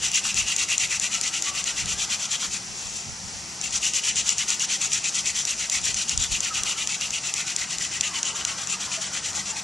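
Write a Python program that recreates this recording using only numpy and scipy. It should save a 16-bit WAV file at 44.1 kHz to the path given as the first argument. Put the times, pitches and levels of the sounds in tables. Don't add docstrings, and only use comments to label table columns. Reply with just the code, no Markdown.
import sys
import numpy as np
from scipy import signal
from scipy.fft import rfft, irfft, next_fast_len
from scipy.io import wavfile
from scipy.ndimage import uniform_filter1d

SR = 44100
rng = np.random.default_rng(int(sys.argv[2]) if len(sys.argv) > 2 else 0)


def convert_level_to_amplitude(level_db):
    exponent = np.asarray(level_db, float) / 20
    return 10 ** exponent


def wrap_up_sound(samples):
    columns = np.atleast_2d(samples).T
    tamed = np.clip(columns, -1, 1)
    steps = np.round(tamed * 32767).astype(np.int16)
    wavfile.write(sys.argv[1], SR, steps)


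N = 424683
TIME = np.arange(N) / SR
PADDED = next_fast_len(N)
BIN_HZ = np.maximum(np.arange(PADDED // 2 + 1) * SR / PADDED, 1)
REST_START_S, REST_END_S = 2.58, 3.65

# t/s, bright level/dB, dull level/dB
SLIDE = [
    (2.55, -71, -60),
    (2.66, -47, -55),
    (2.8, -37.5, -43.5),
    (2.93, -37, -47),
    (2.97, -31, -43),
    (3.0, -37, -43),
    (3.08, -43, -60),
    (3.2, -51, -61),
    (3.6, -56, -49),
]
# t/s, tick peak level/dB, out stroke level/dB, back stroke level/dB
FIRST_BOUT = [(-0.102, -93, -76, -26.5), (0.116, -6, -25, -27), (0.3436, -8.5, -26.5, -27),
              (0.5634, -1.5, -26, -27.5), (0.78, -3, -24.5, -28.5), (0.998, -4, -26, -28),
              (1.2122, -2.5, -27, -29), (1.4229, -2.5, -28, -30.5), (1.6407, -8, -29, -30.5),
              (1.858, -9, -28.5, -29), (2.079, -78, -27, -30.5), (2.29, -74, -27.5, -28.5),
              (2.494, -80, -31, -72)]
SECOND_BOUT = [(3.56, -84, -72, -33), (3.707, -14, -27, -26.5), (3.923, -80, -26, -26),
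               (4.145, -91, -26, -27.5), (4.365, -88, -27.5, -27.5), (4.581, -80, -28, -26),
               (4.792, -88, -27, -27), (5.02, -75, -27, -27), (5.238, -77, -27.5, -27),
               (5.452, -4, -28, -29), (5.698, -1.5, -27, -27), (5.9436, -2.5, -27.5, -30),
               (6.1761, -1, -28.5, -27.5), (6.405, -3, -29.5, -30), (6.6344, -2.5, -29.5, -30.5),
               (6.873, -2.5, -29.5, -32.5), (7.106, -6.5, -33, -32), (7.339, -1.5, -30, -31.5),
               (7.563, -1.5, -31, -33), (7.784, -7, -31, -32.5), (8.0096, 0, -32, -31.5),
               (8.2301, -3, -31, -33), (8.45, -1, -32.5, -33.5), (8.6722, -10, -32, -32.5),
               (8.896, -82, -30.5, -32.5), (9.111, -88, -32.5, -32), (9.331, -18, -30.5, -35),
               (9.548, -74, -34, -72)]
# t/s, board over palms level/dB, low ring level/dB, dull part of ticks level/dB
BEARING = [(0, -0.5, -1.5, -8), (0.4, -0.5, 1.5, -18), (1.2, -4, 4.5, -24), (1.5, -.5, 2, -15),
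           (2.0, -0.5, 1.5, -6), (2.6, -2, -5, -7), (3.6, -4, 0.5, -12), (4.0, -3.5, 3, -21),
           (4.6, -2.5, -1, -32), (5.3, -4, 3.5, -17), (5.9, -1.5, 0.5, -18), (6.25, -2, -0.5, -27),
           (6.6, 1, -3, -18), (7.2, 0, 2, -13), (7.7, -0.5, 5.5, -18), (8.2, -4, 6, -7), (8.7, 0.5, -3, -9),
           (9.63, -1, 1, -14)]


def rms_one(x):
    return x / np.sqrt(np.mean(x ** 2) + 1e-20)


def in_time(rows):
    s, *columns = np.transpose(rows)
    return [np.interp(TIME, s, c, left=-120, right=-120) for c in columns]


def over_hz(points):
    hz, level_db = np.transpose(points)
    return convert_level_to_amplitude(np.interp(np.log(BIN_HZ), np.log(hz), level_db))


def coloured(x, points):
    gain = over_hz(points) * (BIN_HZ > points[0][0])
    return rms_one(irfft(rfft(x, PADDED) * gain, PADDED)[:, :N])


def noise(points):
    return coloured(rng.standard_normal((2, N)), points)


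def drift(rate):
    r = np.exp(-32 * np.pi * rate / SR)
    slow = signal.lfilter([1], [1, -2 * r, r * r], rng.standard_normal(N // 16 + 2002))[2000:]
    return np.interp(np.arange(N) / 16, np.arange(len(slow)), rms_one(slow))


def resonance(x, hz, width_hz):
    r = np.exp(-np.pi * width_hz / SR)
    poles = [1, -2 * r * np.cos(2 * np.pi * hz / SR), r * r]
    return signal.lfilter([(1 - r * r) / 2, 0, (r * r - 1) / 2], poles, x)


def grains(per_s, spread_db):
    strength_db = spread_db * np.minimum(rng.exponential(1, (2, N)), 5)
    sizes = convert_level_to_amplitude(strength_db) * rng.choice([-1, 1], (2, N))
    return rms_one(sizes * (rng.random((2, N)) < per_s / SR))


def half_rolls():
    # turn back t/s, out ring f/Hz, level/dB, back ring f/Hz, level/dB
    first_grips = [(0.003, 2900, -8.0, 2940, -1), (0.22, 2850, 1, 2770, 1.5), (0.445, 2770, 2.6, 2870, 2),
                   (0.667, 2770, 1.0, 2760, 3), (0.878, 2720, 2, 2700, 2), (1.099, 2810, -1.5, 2900, 1),
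                   (1.313, 2900, -1, 2930, 1), (1.526, 2960, -0.9, 2810, 0), (1.743, 2920, -0.5, 2830, 0),
                   (1.965, 2900, -1, 3330, -1), (2.176, 3140, -5, 3390, -3.5), (2.384, 3190, -3, 3240, -7),
                   (2.612, 2700, -3, 2690, 0)]
    second_grips = [(3.593, 2850, -6, 2740, 2.5), (3.803, 2730, -3, 2880, 1.5),
                    (4.017, 2860, 2.3, 2970, 1.5), (4.238, 2920, -1.5, 2920, 0.5),
                    (4.459, 2910, -1.5, 2870, -0.5), (4.672, 2900, 0, 3230, -3),
                    (4.895, 2700, 1.5, 3330, -6.5), (5.119, 2650, 1, 3250, -6), (5.333, 2640, 1, 3270, -3),
                    (5.563, 2800, -0.5, 2870, -3), (5.817, 2640, -1, 2900, -4), (6.06, 2970, -5, 2900, 0.5),
                    (6.289, 3480, 1, 2900, -1), (6.517, 2920, -1, 2830, 0), (6.755, 2900, -0.5, 2930, -0.5),
                    (6.986, 2700, -1.3, 2800, 1.7), (7.215, 2800, 1.5, 2710, -0.5),
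                    (7.446, 2580, 0, 2920, -1.5), (7.673, 2780, -17, 2880, 1), (7.892, 3000, -2, 2890, 1),
                    (8.116, 2900, 3, 3000, 1.2), (8.335, 2930, 5.5, 2950, 3), (8.557, 2970, 0, 3370, -4.5),
                    (8.78, 2750, -1.5, 3320, -6.5), (8.991, 2930, -7, 3330, -9.2),
                    (9.218, 3230, -6, 2920, -4), (9.437, 3300, -16, 2720, -0.4),
                    (9.615, 2540, -2, 2850, -8.0)]
    tick_lag_s, last_round_s = 0.0044, 0.195
    fastest_out, fastest_back = 0.55, 0.49
    ring_swing = 1.7
    rows = []
    for bout, grips in ((FIRST_BOUT, first_grips), (SECOND_BOUT, second_grips)):
        turns = np.array(bout)[:, 0] - tick_lag_s
        ends = np.append(turns[1:], turns[-1] + last_round_s)
        for turn, end, (_, _, out_db, back_db), grip in zip(turns, ends, bout, grips):
            out_share = np.clip((grip[0] - .002 - turn) / (end - turn), .4, .54)
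            back = turn + out_share * (end - turn)
            rows.append((turn, out_db, fastest_out, *grip[1:3]))
            rows.append((back, back_db, fastest_back, *grip[3:]))
    start, palm_db, fastest, ring_hz, ring_db = np.transpose(rows)
    s, board_db, _, _ = np.transpose(BEARING)
    rasp_db = palm_db + np.interp(start, s, board_db)
    return np.column_stack([start, rasp_db, palm_db, fastest, ring_hz, ring_swing * ring_db])


def per_stroke(rows, axis):
    return rows[np.searchsorted(rows[:, 0], TIME, side="right") - 1, axis]


def speed(strokes, sharpness, grip, sag_db):
    bite_s, slip_db, bite_db, bite_fade_s = .024, 0, 4, 0.016
    first_bite_share = 0.43
    start, fastest = strokes[:, 0], np.clip(strokes[:-1, 3], .2, .8)
    peaks = start[:-1] + fastest * np.diff(start)
    marks = np.append(np.column_stack([start[:-1], peaks]).ravel(), start[-1])
    quarter = np.interp(TIME, marks, np.arange(len(marks)))
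    late = np.where(quarter % 2 < 1, 1.1, 1)
    since = TIME - per_stroke(strokes, axis=0) - bite_s
    jolt_db = np.where(since < 0, slip_db, bite_db * np.exp(-np.maximum(since, 0) / bite_fade_s))
    jolt_db = jolt_db * np.where(TIME < REST_START_S, first_bite_share, 1)
    swing = np.abs(np.sin(np.pi / 2 * quarter)) ** (sharpness * late)
    gripped = np.tanh(grip * late * swing) / np.tanh(grip * late)
    return convert_level_to_amplitude(jolt_db + sag_db * (1 - quarter % 2)) * gripped


def board(strokes):
    # f/Hz, width/Hz, level/dB
    modes = [(1431, 580, -4.5), (1500, 450, -8), (2310, 133, -4), (2330, 207, -2), (3233, 370, -10.5),
             (4030, 404, -1), (4083, 780, 0)]
    tears = grains(per_s=5000, spread_db=2.1) * convert_level_to_amplitude(1.16 * drift(42))
    fixed = np.zeros((2, N))
    for k, (hz, width_hz, db) in enumerate(modes):
        ring = resonance(tears, hz, width_hz) / np.sqrt(width_hz)
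        fixed += convert_level_to_amplitude(db + 1.4 * drift(19.6)) * ring * (-1) ** k
    moving = np.zeros((2, N))
    for row, after in zip(strokes[1:], strokes[2:]):
        part = slice(max(round(row[0] * SR), 0), round(after[0] * SR))
        moving[:, part] = convert_level_to_amplitude(row[5]) * resonance(tears[:, part], hz=row[4], width_hz=223)
    low_db = in_time(BEARING)[1] - 7.0 + 2.55 * drift(15.7)
    low_ring = convert_level_to_amplitude(low_db) * rms_one(resonance(tears, hz=1994, width_hz=250))
    rings = rms_one(fixed) + convert_level_to_amplitude(-1.0 + 2.2 * drift(31)) * rms_one(moving) - low_ring
    small = signal.sosfilt(signal.butter(2, 1000, "high", fs=SR, output="sos"), rings)
    spin = 0.23 + speed(strokes, sharpness=2.73, grip=1.25, sag_db=-1.0)
    stroke = convert_level_to_amplitude(per_stroke(strokes, axis=1) - 1.5) * spin
    return (stroke + convert_level_to_amplitude(in_time(SLIDE)[1])) * rms_one(small)


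def palms(strokes):
    # f/Hz, level/dB per Hz
    skin = [(2350, -8), (4000, -5.5), (4730, -5), (5920, 1), (6580, -1.5), (7150, -2.5), (7770, -2.5),
            (8560, -11), (9430, -12), (11400, -20), (14900, -53), (22000, -120)]
    # f/Hz, width/Hz, level/dB
    shaft = [(5740, 370, -18.5), (6200, 370, -16.5), (6660, 140, -13.5), (7170, 160, -14.5)]
    rub = coloured(grains(per_s=9000, spread_db=1.3), skin)
    flares = sum(convert_level_to_amplitude(db + 5.4 * drift(32)) * rms_one(resonance(rub, hz, w)) for hz, w, db in shaft)
    rub = rms_one(rub + flares) * convert_level_to_amplitude(1.4 * drift(43))
    spin = 0.3 + speed(strokes, sharpness=3.1, grip=2.35, sag_db=0.0)
    stroke = convert_level_to_amplitude(per_stroke(strokes, axis=2) - 1.63) * spin
    return (stroke + convert_level_to_amplitude(in_time(SLIDE)[0])) * rub


def collar(strokes):
    # t/s, peak level/dB, dull part level/dB
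    snaps = [(0.1431, -19, -12), (0.354, -16, -17), (0.3711, -15, -6), (2.078, -16, -18), (3.8535, -8, -10),
             (4.357, -23, -18), (5.3627, -19, -10), (5.578, -17, -12), (5.597, -16, -12), (5.815, -14, -16),
             (7.3662, -16, -8), (8.0391, -16, -5), (0.6862, -13, -15), (0.8063, -16, -9), (2.1027, -14, -5),
             (3.6132, -7, -26), (3.6215, -16, -19), (3.7289, -17, -16), (3.936, -7, -15), (4.0417, -14, -7),
             (4.1577, -7, -18), (4.2687, -24, -4), (4.292, 0, -26), (4.3823, -7, -15), (4.5037, -4, -18),
             (4.596, -8, -17), (4.8167, -9, -20), (4.9187, -9, -10), (4.9325, -2, -24), (5.0425, -11, -12),
             (5.1533, -9, -8), (5.258, -8, -14), (5.4784, -17, -19), (5.8413, -7, -18), (5.8558, -4, -29),
             (6.094, -2, -31), (6.2382, -5.5, -8), (6.319, -15, -14), (6.5476, -12, -16), (7.0106, -8, -21)]
    lucks = rng.standard_normal(99)
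    slack = [(row[0] + 0.022, row[2] + 6 + 2.1 * luck, -12) for row, luck in zip(strokes[1:-1], lucks)]
    s, *_, dull_db = np.transpose(BEARING)
    rounds = [*FIRST_BOUT[1:], *SECOND_BOUT]
    turns = [(at, db, np.interp(at, s, dull_db)) for at, db, _, _ in rounds]
    ticks = [*turns, *snaps, *slack]
    bright, dull = np.full((2, 2, N), 1e-18)
    fade = np.exp(-np.arange(300) / SR / .0018)
    for (s, peak_db, dull_db), burst in zip(ticks, rng.standard_normal((len(ticks), 2, 300))):
        at = round(s * SR)
        blow = 0.19 * burst * fade
        dull[:, at:at + 300] += convert_level_to_amplitude(peak_db + dull_db + 11.0) * blow
        dull[0, at + 9] += convert_level_to_amplitude(peak_db + dull_db + 2.0)
        blow[:, [0, 7, 13]] = np.outer([1, .5 * np.sign(burst[1, 0])], [.3, .55, .8])
        bright[:, at:at + 300] += convert_level_to_amplitude(peak_db + 11.5) * blow
    return (convert_level_to_amplitude(-4.0) * resonance(bright, hz=5280, width_hz=1150) - resonance(bright, hz=6890, width_hz=1330)
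            + convert_level_to_amplitude(-11.5) * resonance(bright, hz=9240, width_hz=2300) + resonance(dull, hz=3000, width_hz=900)
            + convert_level_to_amplitude(-9.5) * resonance(bright, hz=3830, width_hz=1800))


def squeaks():
    # t/s, length/s, start f/Hz, end f/Hz, level/dB
    glides = [(1.097, 0.085, 1298, 1370, -41), (1.25, .15, 1330, 1350, -51),
              (1.43, 0.15, 1130, 1152, -41.5), (1.56, 0.11, 1176, 1120, -52), (1.671, .05, 1394, 1340, -46),
              (6.499, 0.04, 1305, 1225, -33), (6.446, 0.07, 1385, 1380, -43), (6.572, .04, 1266, 1270, -41),
              (6.64, 0.067, 1250, 1280, -44), (6.685, .15, 1340, 1320, -48), (7.358, 0.28, 1500, 1500, -46),
              (8.063, 0.1, 1270, 1016, -40), (8.088, .09, 1079, 1040, -39), (8.15, 0.071, 922, 894, -43),
              (8.268, .1, 1310, 1207, -46), (8.33, .06, 1178, 1110, -43), (8.45, 0.1, 1330, 1300, -45),
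              (8.229, 0.1, 1050, 1087, -48), (8.284, 0.12, 887, 893, -44),
              (8.467, 0.097, 1110, 1074, -41.5), (8.853, 0.091, 1070, 960, -44),
              (8.948, 0.068, 695, 620, -38.5), (8.729, 0.033, 1310, 1140, -37), (8.88, .08, 637, 700, -47),
              (9.325, 0.1, 864, 860, -41.5), (9.495, 0.11, 898, 836, -41.5)]
    out, waver_hz, rough = np.zeros(N), 15 * drift(31), 0.7 + .35 * drift(75)
    for s, length, start_hz, end_hz, level_db in glides:
        span = slice(round(s * SR), round((s + length) * SR))
        part = (TIME[span] - s) / length
        turns = np.cumsum(start_hz + (end_hz - start_hz) * part + waver_hz[span]) / SR
        out[span] += convert_level_to_amplitude(level_db + 4) * np.sin(np.pi * part) * np.sin(2 * np.pi * turns)
    echo_fade = np.exp(-np.arange(9000) / SR / 0.08)
    echoes = rng.standard_normal((2, 9000)) * echo_fade * convert_level_to_amplitude(-44)
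    echoes[0, 0] = 1
    return signal.fftconvolve(out[None] * rough, echoes)[:, :N]


def gust_db():
    # peak t/s, peak level/dB, hold/s
    puffs = [(0, -45, 0.016), (0.276, -48, .01), (0.373, -39, 0.018), (0.857, -45, .02), (1.1, -56, 0.24),
             (1.547, -60, 0.16), (1.875, -45, 0.13), (2.063, -53, .06), (2.497, -46, .01),
             (2.718, -47, .03), (2.887, -45, 0.037), (3.077, -45.5, .01), (3.257, -43, .01),
             (3.358, -47, 0.042), (3.708, -50, 0.13), (3.948, -54, .01), (4.163, -54, 0.15),
             (5.865, -46, 0.18), (6.18, -36, .01), (6.33, -38, .02), (6.595, -47, 0.053),
             (6.877, -53, 0.066), (7.15, -67, 0.16), (7.55, -65, .1), (7.847, -57.5, 0.089),
             (4.6, -74, .03), (5.25, -75, .04), (8.4, -76, 0.036), (9.06, -64, 0.067), (9.31, -59, .01)]
    rise_db_per_s, fall_db_per_s, calm_db = 220, 159, -81
    s, peak_db, hold = np.transpose(puffs)[:, :, None]
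    coarse = TIME[::64]
    early = np.maximum(s - hold / 2 - coarse, 0)
    late = np.maximum(coarse - s - hold / 2, 0)
    strongest = np.max(peak_db - rise_db_per_s * early - fall_db_per_s * late, axis=0)
    return np.interp(TIME, coarse, np.maximum(strongest, calm_db))


def wind():
    # f/Hz, level/dB
    spectrum = [(15, -24), (30, -1), (55, 0), (90, 1), (140, -4), (200, -19), (300, -31), (400, -41)]
    common, own = noise(spectrum) * convert_level_to_amplitude(gust_db() + 3.5 * drift(9.5))
    return np.array([convert_level_to_amplitude(-3.5) * (0.7 * common + own), convert_level_to_amplitude(0.5) * (0.8 * common - own)])


def engine():
    # t/s, firing cycle f/Hz, level/dB
    running = [
        (0, 51.1, -61),
        (4.1, 49.86, -62),
        (4.4, 49.55, -54.5),
        (5.3, 50.2, -51),
        (5.6, 49.1, -63),
        (7.5, 41.8, -53),
        (8.4, 43.5, -51),
        (8.9, 47.5, -48.5),
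        (9.2, 48, -48),
        (9.64, 49.4, -50),
    ]
    cycle_hz, level_db = in_time(running)
    turns = np.cumsum(cycle_hz) / SR
    orders = [(2, -5.5), (3, -5.5), (4, -2.0)]   # multiple, level/dB
    tones = sum(convert_level_to_amplitude(db + 3 * drift(8.2)) * np.sin(2 * np.pi * k * turns) for k, db in orders)
    return convert_level_to_amplitude(level_db) * tones


def outdoors():
    # f/Hz, level/dB per Hz
    hiss_spectrum = [(1500, -30), (1900, -9), (3780, -11), (4600, -5), (5940, 0), (8500, -12), (11400, -23),
                     (14900, -53)]
    rumble_spectrum = [(160, -21), (280, -1.5), (433, -2.5), (487, -2.5), (631, -2.5), (745, 2), (1050, -2),
                       (1360, -46), (2310, -120)]
    low_spectrum = [(53, -2), (90, -7.5), (194, -2.5), (227, -5.5), (291, -17), (320, -17.5), (420, -14),
                    (700, -120)]
    haze_spectrum = [(900, -49), (1100, -1.5), (1400, -0.5), (1800, -3.0), (2100, -8), (2600, -70)]
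    # t/s, level/dB
    stir = [(0, -49), (0.67, -49), (2.04, -45), (2.76, -51), (4.77, -47.5), (6.14, -50), (6.38, -49.5),
            (6.65, -44), (6.95, -48.5), (7.94, -48), (8.42, -41), (8.72, -44), (9.63, -44)]
    haze_db, = in_time(stir)
    rumble_db = -48 + 0.39 * (haze_db - haze_db.mean())
    low = convert_level_to_amplitude(-51 + 1.2 * drift(5.4)) + convert_level_to_amplitude(gust_db() - 9.5)
    hiss = convert_level_to_amplitude(-37.5 + .5 * drift(3)) * noise(hiss_spectrum)
    haze = convert_level_to_amplitude(haze_db) * noise(haze_spectrum)
    return hiss + haze + convert_level_to_amplitude(rumble_db) * noise(rumble_spectrum) + low * noise(low_spectrum)


def ports(rows):
    # f/Hz, level/dB
    side_share = [(6600, -88), (6800, -2), (7500, -2.5), (8400, -6.5), (11500, -4)]
    # f/Hz, level/dB
    left_over_right = [(6600, 0), (6800, 9.5), (7500, 8), (8400, 5), (10500, 2.5), (11500, 8), (12000, -1)]
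    # f/Hz, width/Hz, level/dB
    side_patches = [(150, 80, -2), (300, 140, -9), (650, 300, -5), (1250, 200, -2), (2000, 200, -3),
                    (2400, 200, -3), (2850, 250, -3), (5500, 300, -9)]
    common, unlike = rfft(rows, PADDED)
    unlike = unlike * over_hz(side_share)
    tilt = np.sqrt(over_hz(left_over_right))
    patches = np.zeros(N)
    for hz, width_hz, db in side_patches:
        passing = uniform_filter1d(1. * (drift(5) > .9), size=400)
        patches += convert_level_to_amplitude(db) * passing * resonance(resonance(rows[1], hz, width_hz), hz, width_hz)
    resting = (TIME > REST_START_S) & (TIME < REST_END_S)
    middle = signal.butter(6, [1900, 3500], "band", fs=SR, output="sos")
    patches = patches + convert_level_to_amplitude(-4) * resting * signal.sosfilt(middle, rows[1])
    both = irfft(np.array([(common + unlike) * tilt, (common - unlike) / tilt]), PADDED)[:, :N]
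    return both + patches * [[1], [-1]]


def scene():
    strokes = half_rolls()
    drill = board(strokes) + palms(strokes) + collar(strokes)
    return ports(drill + squeaks() + outdoors()) + wind() + engine()


def dropouts(x):
    # f/Hz, share of the time (0-1)
    holes = [(250, 0), (450, .28), (650, .15), (900, .04), (1350, .1), (1650, .36), (1950, 0), (8200, 0),
             (8800, .04), (10500, .03), (11300, .15)]
    hz, frames, cells = signal.stft(x, SR, nperseg=2048)
    band = (30 * np.log(1 + hz / 900)).astype(int)
    draws = rng.random((band.max() + 1, len(frames) // 3 + 1))
    chance = draws.repeat(3, axis=1)[band, :len(frames)]
    dropped = chance < np.interp(hz, *np.transpose(holes))[:, None]
    return signal.istft(cells * np.where(dropped, convert_level_to_amplitude(-21), 1), SR, nperseg=2048)[1][:, :N]


def low_pass(x):
    return signal.sosfilt(signal.butter(12, 12670, fs=SR, output="sos"), x)


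def record(dry):
    rounded = .95 * np.tanh(dry / .95)
    cut = signal.sosfilt(signal.ellip(10, .5, 50, 11460, fs=SR, output="sos"), rounded)
    return low_pass(dropouts(cut))


dry = scene()
out = record(dry)
wrap_up_sound(out)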